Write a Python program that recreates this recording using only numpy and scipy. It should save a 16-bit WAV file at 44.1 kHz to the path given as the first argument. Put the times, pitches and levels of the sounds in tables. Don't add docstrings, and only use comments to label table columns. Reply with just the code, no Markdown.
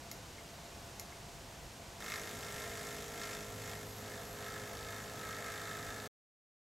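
import sys
import numpy as np
from scipy import signal
from scipy.fft import rfft, irfft, next_fast_len
from scipy.io import wavfile
from scipy.ndimage import map_coordinates

SR = 44100
rng = np.random.default_rng(int(sys.argv[2]) if len(sys.argv) > 2 else 0)


def dump_mix(stems):
    frames = np.atleast_2d(stems).T
    limited = np.clip(frames, -1, 1)
    pcm = np.round(limited * 32767).astype(np.int16)
    wavfile.write(sys.argv[1], SR, pcm)


N = 297480

# (frequency [Hz], relative level [dB])
AIR_SPECTRUM = [(20, -14.5), (55, 0.5), (115, 0), (230, -6), (480, -7.5), (900, -8.5), (1300, -13),
                (3000, -16), (6900, -17), (9000, -22), (10800, -27), (11700, -24), (13200, -26.5),
                (14200, -36)]
# (frequency [Hz], relative level [dB])
RUMBLE_SPECTRUM = [(20, -14.5), (52, 5.5), (80, 0.0), (160, -41)]
# (frequency [Hz], level [dB], rate of wavering [knots/s])
WHINE_TONES = [(689.8, -64.5, 9), (676, -65.5, 14), (588, -77.5, 10), (512.6, -73.5, 8), (1498, -76.5, 10),
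               (204.2, -72, 8), (151.9, -72, 6), (120.9, -69, 8)]
# (time [s], length [s], level [dB])
BREEZE_PUFFS = [(1.38, .1, -56.5), (1.65, .06, -57), (3.51, .08, -57), (3.85, 0.16, -64),
                (4.72, .14, -60.5), (5.49, .05, -58), (5.89, .06, -51.5)]
# (frequency [Hz], relative level [dB])
PUFF_SPECTRUM = [(20, -10.5), (52, 5.5), (90, -3), (180, -36)]
# (frequency [Hz], side against mid [dB])
STEREO_WIDTH = [(30, -23.5), (100, -35), (300, -19.5), (700, -13.5), (3000, -10.5), (5500, -20),
                (9000, -17.5), (10800, -2.5), (11700, -47)]
# (time [s], snap gain [dB], knock gain [dB])
BUTTON_MOVES = [(0.1140, -31, -40), (0.3825, -70, -39.5), (0.9967, -31.5, -41), (1.1240, -72, -41)]
# (frequency [Hz], relative level [dB], decay by 60 dB [s])
SPRING_MODES = [(3850, -11, .008), (4450, -6, .009), (5130, -2, .008), (5600, -1, .008), (6200, -6, .007),
                (6640, -4, .008), (6945, -1, .01), (10250, -13, .009), (10740, -9.5, .011),
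                (11700, -10, .011), (12220, -7.5, .011), (12850, -9, .011)]
# (time [s], level [dB])
MOUNT_THROB = [(2.0, -65.5), (2.79, -63.5), (2.91, -74), (3.59, -54.5), (4.37, -57.5), (5.02, -55),
               (5.14, -61), (6.05, -57)]
# (multiple of the step rate, level in first tone [dB], level in second tone [dB])
RIG_LINES = [(3, -63, -65), (4, -65, -65), (5, -66, -66), (8, -56.5, -57), (9, -59.5, -61.5),
             (10, -63.5, -61), (12, -64.5, -65), (13, -62, -65), (14, -70, -68), (16, -74, -72),
             (20, -72, -72), (23, -72, -72), (25, -73, -60.5), (26, -64, -69), (27, -74, -74),
             (30, -84, -68), (31, -68, -68), (32, -75, -69), (33, -72, -62.5), (34, -71, -68),
             (35, -70, -73), (36, -68, -64), (39, -76, -75), (41, -67, -71), (43, -74, -73), (46, -75, -80)]
# (time [s], relative load on the teeth [dB], swell per tooth [dB])
RING_DRAG = [(2.0, -49, 1.5), (2.45, -50.5, -0.5), (2.65, -45.5, 1.5), (3.0, -52, 2.5), (3.21, -48.5, 1.5),
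             (3.65, -54, 2.5), (3.99, -57, 3), (4.33, -54, 4.5), (4.46, -51, 2.5), (4.8, -51.5, 1.5),
             (5.0, -51, 3), (5.3, -50, 3.3), (5.42, -49, 0.5), (5.47, -44.5, 0.7), (6.08, -52, -1)]
# (time [s], length [s], scrape level [dB], extra load [dB])
TOOTH_CATCHES = [(2.138, .09, -54, 4.5), (2.441, .023, -54.5, 1.5), (3.022, .06, -60, 0.5),
                 (3.236, .04, -52.5, 2.5), (3.333, .04, -57.5, 3), (3.68, .09, -58, 3)]
# (frequency [Hz], relative level [dB])
SCRAPE_SPECTRUM = [(1500, -24.5), (2500, -1), (3100, -10.5), (3600, 0), (4800, -1.5), (5450, 1),
                   (6300, -5.5), (8000, -14.5), (12000, -24)]
# (delay [s], relative strength [dB])
TOOTH_CONTACTS = [(0, 0), (.0037, -3), (.0069, -5), (.0100, -10)]
# (frequency [Hz], width [Hz], relative level in first tone [dB], relative level in second tone [dB])
BARREL_MODES = [(1263, 56, -2.5, 2.5), (1714, 140, -1, -1), (2133, 132, -1, -6), (2595, 73, -6.5, -10),
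                (3650, 140, -11.5, -10), (4440, 110, -24, -13), (5330, 110, -9, -20.5)]
# (frequency [Hz], width [Hz], relative level [dB])
PING_MODES = [(3610, 230, 0), (4560, 500, -5.5)]
# (frequency [Hz], relative level [dB])
TICK_SPECTRUM = [(1500, -9.5), (2800, -2.5), (4500, -3.5), (6500, 1), (7900, 1.5), (8600, -6), (10600, -6),
                 (11900, -3), (13300, -7.5), (14200, -27), (16000, -23)]
# (frequency [Hz], relative level [dB])
SIZZLE_SPECTRUM = [(9500, -51.0), (10900, -16), (11400, 0.5), (12300, -4.0), (13800, -40.5)]
# (frequency [Hz], relative level [dB])
GRIND_SPECTRUM = [(50, -19.5), (110, -6), (220, 2.5), (350, -2.5), (480, -6), (700, 1), (1000, -5),
                  (1500, -7.5), (3000, -22)]

STEP_HZ = 52.058
FIRST_STEP_S, STOP_S = 2.0042, 6.078
TOP_HZ = 15800
AIR_WIDTH_DB, RIG_WIDTH_DB = 2.7, -3.5
TOOTH_HZ, TOOTH_PEAK_S = 2.5, 2.11
USUAL_LOAD_DB, SLACK_LOAD_DB = -49.5, -55.5
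HUM_START_DB, HUM_BUILD_S, SAG_DB_PER_DB = -5, 0.18, .8
SHIFT_S, SHIFT_WIDTH_S, SECOND_SHARE = 3.93, 0.11, 0.85
CLEAN_SHARE, SETTLE_S, UNSETTLED_SHARE, CLEAN_GAIN_PER_DB = 0.65, .25, .25, 0.01
TICK_DB, TICK_DB_PER_DB = -51.5, .6
SECOND_TICK_DB, SECOND_TICK_DB_PER_DB = -52.8, .3
TICK_START_DB, TICK_BUILD_S = -4, 0.025
PING_DB, PING_DB_PER_DB = -64.5, .6
SIZZLE_DB, SIZZLE_FADE_DB = -61.5, 1.5


def amp(db):
    return 10 ** (np.asarray(db) / 20)


def unit(x):
    return x / np.sqrt(np.mean(x ** 2) + 1e-20)


def clock():
    return np.arange(N) / SR


def curves(rows):
    s, *columns = np.transpose(rows)
    return [np.interp(clock(), s, column) for column in columns]


def wobble(rate):
    coarse = np.arange(0, N, 32) / SR
    knots = rng.standard_normal(int(N * rate / SR) + 4)
    return np.interp(clock(), coarse, map_coordinates(knots, [coarse * rate]))


def swell(s, length):
    return np.exp(-2 * ((clock() - s) / length) ** 2)


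def filtered(x, response):
    m = next_fast_len(N + SR // 2)
    return irfft(rfft(x, m) * response(np.fft.rfftfreq(m, 1 / SR)), m)[..., :N]


def coloured(x, points):
    f, db = np.transpose(points)
    return filtered(x, lambda hz: amp(np.interp(np.log(hz + 1), np.log(f), db)))


def noise(points):
    return unit(coloured(rng.standard_normal(N), points))


def resonate(x, modes):
    def response(f):
        total = 0
        for k, (centre, width, db) in enumerate(modes):
            band = 1j * f * width
            total = total + (-1) ** k * amp(db) * band / (centre ** 2 - f * f + band)
        return total
    return filtered(x, response)


def air():
    hiss = amp(-51.5 + 0.42 * wobble(2.5)) * noise(AIR_SPECTRUM)
    rumble = amp(-68 + 3.3 * wobble(5.7)) * noise(RUMBLE_SPECTRUM)
    tones = np.zeros(N)
    for hz, db, rate in WHINE_TONES:
        level = amp(db) * unit(np.abs(2 + wobble(2 * rate)))
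        tones += level * np.sqrt(2) * np.cos(2 * np.pi * hz * clock() + wobble(rate))
    return hiss + rumble + tones


def breeze(apart_db):
    both = noise(PUFF_SPECTRUM)
    apart = amp(apart_db) * noise(PUFF_SPECTRUM)
    level = sum(amp(db) * swell(s, length) for s, length, db in BREEZE_PUFFS)
    return level * np.array([both + apart, both - apart])


def spread(mid, width_db):
    scatter = rng.standard_normal(SR // 16)
    phase = np.angle(rfft(scatter, next_fast_len(N + SR // 2)))
    side = filtered(mid, lambda hz: np.exp(1j * phase))
    side = amp(width_db) * coloured(side, STEREO_WIDTH)
    return np.array([mid + side, mid - side]) * amp([[-.15], [.15]])


def porch(x, t60, wall_db, tail_db):
    t = np.arange(SR // 4) / SR
    tail = rng.standard_normal(len(t)) * amp(-60 * t / t60) * (t > .004)
    answer = amp(tail_db) * tail / np.linalg.norm(tail)
    answer[round(.0042 * SR)] += amp(wall_db)
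    return x + signal.fftconvolve(x, answer)[:N]


def button():
    out, t = np.zeros(N), np.arange(SR // 16) / SR

    def ring(hz, t60):
        return amp(-60 * t / t60) * np.sin(2 * np.pi * (hz * t + rng.random()))

    for s, snap_db, knock_db in BUTTON_MOVES:
        spring = sum(amp(db + rng.normal(0, 1)) * ring(hz, t60) for hz, db, t60 in SPRING_MODES)
        crack = amp(-7.5 - 60 * t / 0.011) * rng.standard_normal(len(t))
        case = ring(2130, .016) + .5 * ring(1750, .012)
        rise = 1 - np.exp(-t / .0007)
        move = amp(snap_db) * (spring + crack) + amp(knock_db) * case
        out[round(s * SR):][:len(t)] += rise * move
    return out


def running():
    return np.clip((clock() - FIRST_STEP_S) * 500 + 1, 0, 1)


def starting(life_s):
    return np.exp(-np.maximum(clock() - FIRST_STEP_S, 0) / life_s)


def step_times():
    starts = np.arange(FIRST_STEP_S, STOP_S, 1 / STEP_HZ)
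    return starts + .0008 * (1 - np.exp((FIRST_STEP_S - starts) / .35))


def load():
    drag_db, swell_db = curves(RING_DRAG)
    catch_db = sum(extra_db * swell(s, length) for s, length, _, extra_db in TOOTH_CATCHES)
    return drag_db + swell_db * np.cos(2 * np.pi * TOOTH_HZ * (clock() - TOOTH_PEAK_S)) + catch_db


def second_tone(s):
    return SECOND_SHARE / (1 + np.exp((SHIFT_S - s) / SHIFT_WIDTH_S))


def clean_share():
    settled = CLEAN_SHARE - UNSETTLED_SHARE * starting(SETTLE_S)
    return np.clip(settled + CLEAN_GAIN_PER_DB * (load() - USUAL_LOAD_DB), .01, .95)


def hum(waver_db, mesh_waver_db, slip, load_ref_db):
    load_db, mesh = load(), second_tone(clock())
    motor_db = HUM_START_DB * starting(HUM_BUILD_S)
    motor_db = motor_db - SAG_DB_PER_DB * np.maximum(SLACK_LOAD_DB - load_db, 0)
    sing_db = load_db - load_ref_db + 10 * np.log10(clean_share())
    steps = (clock() - FIRST_STEP_S) * STEP_HZ + slip * wobble(9)

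    def line(order):
        phase = rng.normal(0, 1.4) + .25 * wobble(7)
        return np.sqrt(2) * np.cos(2 * np.pi * order * (steps - .25) + phase)

    out = amp(curves(MOUNT_THROB)[0]) * line(2)
    for order, first_db, second_db in RIG_LINES:
        db = first_db + mesh * (second_db - first_db)
        if order < 18:
            db = db + motor_db + waver_db * wobble(5.4)
        else:
            db = db + sing_db + mesh_waver_db * wobble(8)
        out += amp(db) * line(order)
    return out


def bursts(times, sizes, t60):
    energy = np.bincount(np.round(np.ravel(times) * SR).astype(int), np.ravel(sizes) ** 2, N)[:N]
    fade = amp(-120 * np.arange(SR // 8) / SR / t60)
    return np.sqrt(np.abs(signal.fftconvolve(energy, fade)[:N])) * rng.standard_normal(N)


def teeth(t60, scatter_db, rebound_db, late_rebound_db):
    starts = step_times()[:, None]
    delay, db = np.transpose(TOOTH_CONTACTS)
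    shape = (len(starts), len(delay))
    times = starts + (delay + .003) * (1 + .03 * rng.standard_normal(shape)) - .003
    mesh = second_tone(starts)
    rebounds_db = (rebound_db + mesh * (late_rebound_db - rebound_db)) * (delay > 0)
    sizes = amp(db + rebounds_db + scatter_db * rng.standard_normal(shape))
    return bursts(times, sizes, t60)


def rippled(x, t60, tail_db):
    t = np.arange(SR // 20) / SR
    tail = rng.standard_normal(len(t)) * amp(-60 * t / t60)
    return x + amp(tail_db) * signal.fftconvolve(x, tail / np.linalg.norm(tail))[:N]


def catches():
    level = sum(amp(db) * swell(s, length) for s, length, db, _ in TOOTH_CATCHES)
    rasp = teeth(t60=.007, scatter_db=1, rebound_db=-1, late_rebound_db=-1)
    return level * unit(coloured(rasp, SCRAPE_SPECTRUM))


def ping(scatter_db):
    starts = step_times()
    sizes = amp(scatter_db * rng.standard_normal(len(starts)))
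    blows = np.bincount(np.round(starts * SR).astype(int), sizes, N)
    level_db = PING_DB + PING_DB_PER_DB * (load() - USUAL_LOAD_DB)
    return amp(level_db) * unit(resonate(blows, PING_MODES))


def sizzle():
    level = amp(SIZZLE_DB) / (1 + np.exp((load() - SLACK_LOAD_DB) / SIZZLE_FADE_DB))
    return level * noise(SIZZLE_SPECTRUM)


def tick_level(load_db, mesh):
    over_db = load_db - USUAL_LOAD_DB
    first_db = TICK_DB + TICK_DB_PER_DB * over_db
    second_db = SECOND_TICK_DB + SECOND_TICK_DB_PER_DB * over_db
    return first_db + mesh * (second_db - first_db) + TICK_START_DB * starting(TICK_BUILD_S)


def gears():
    load_db, mesh, clean = load(), second_tone(clock()), clean_share()
    tick_db = tick_level(load_db, mesh)
    knocks = teeth(t60=.007, scatter_db=.8, rebound_db=-1, late_rebound_db=3)
    first = unit(resonate(knocks, [(hz, width, db) for hz, width, db, _ in BARREL_MODES]))
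    second = unit(resonate(knocks, [(hz, width, db) for hz, width, _, db in BARREL_MODES]))
    barrel = (1 - mesh) * first + mesh * second
    rattle = amp(load_db - 2.34) * np.sqrt(1 - clean) * barrel
    taps = teeth(t60=.007, scatter_db=1.0, rebound_db=-1, late_rebound_db=-5)
    taps = rippled(taps, t60=0.037, tail_db=-4.5)
    ticks = amp(tick_db - 6.5) * unit(coloured(taps, TICK_SPECTRUM))
    friction = rippled(rng.standard_normal(N), t60=0.12, tail_db=-6.5)
    rub = amp(tick_db - 4.0) * unit(coloured(friction, TICK_SPECTRUM))
    grind = amp(-55.5 + .7 * wobble(6.5)) * noise(GRIND_SPECTRUM)
    return rattle + ticks + rub + sizzle() + grind


def scene():
    background = spread(air(), AIR_WIDTH_DB) + breeze(apart_db=-10.5)
    clicks = porch(button(), t60=.14, wall_db=-12, tail_db=-4.5)
    rig_hum = hum(waver_db=1.0, mesh_waver_db=1.83, slip=0.0032, load_ref_db=-55.0)
    motor = running() * (rig_hum + catches() + ping(scatter_db=1.5) + gears())
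    return background + spread(clicks + motor, RIG_WIDTH_DB)


def record(dry):
    live = np.clip((STOP_S - clock()) * 200, 0, 1)
    return filtered(dry * live, lambda hz: hz < TOP_HZ)


dry = scene()
out = record(dry)
dump_mix(out)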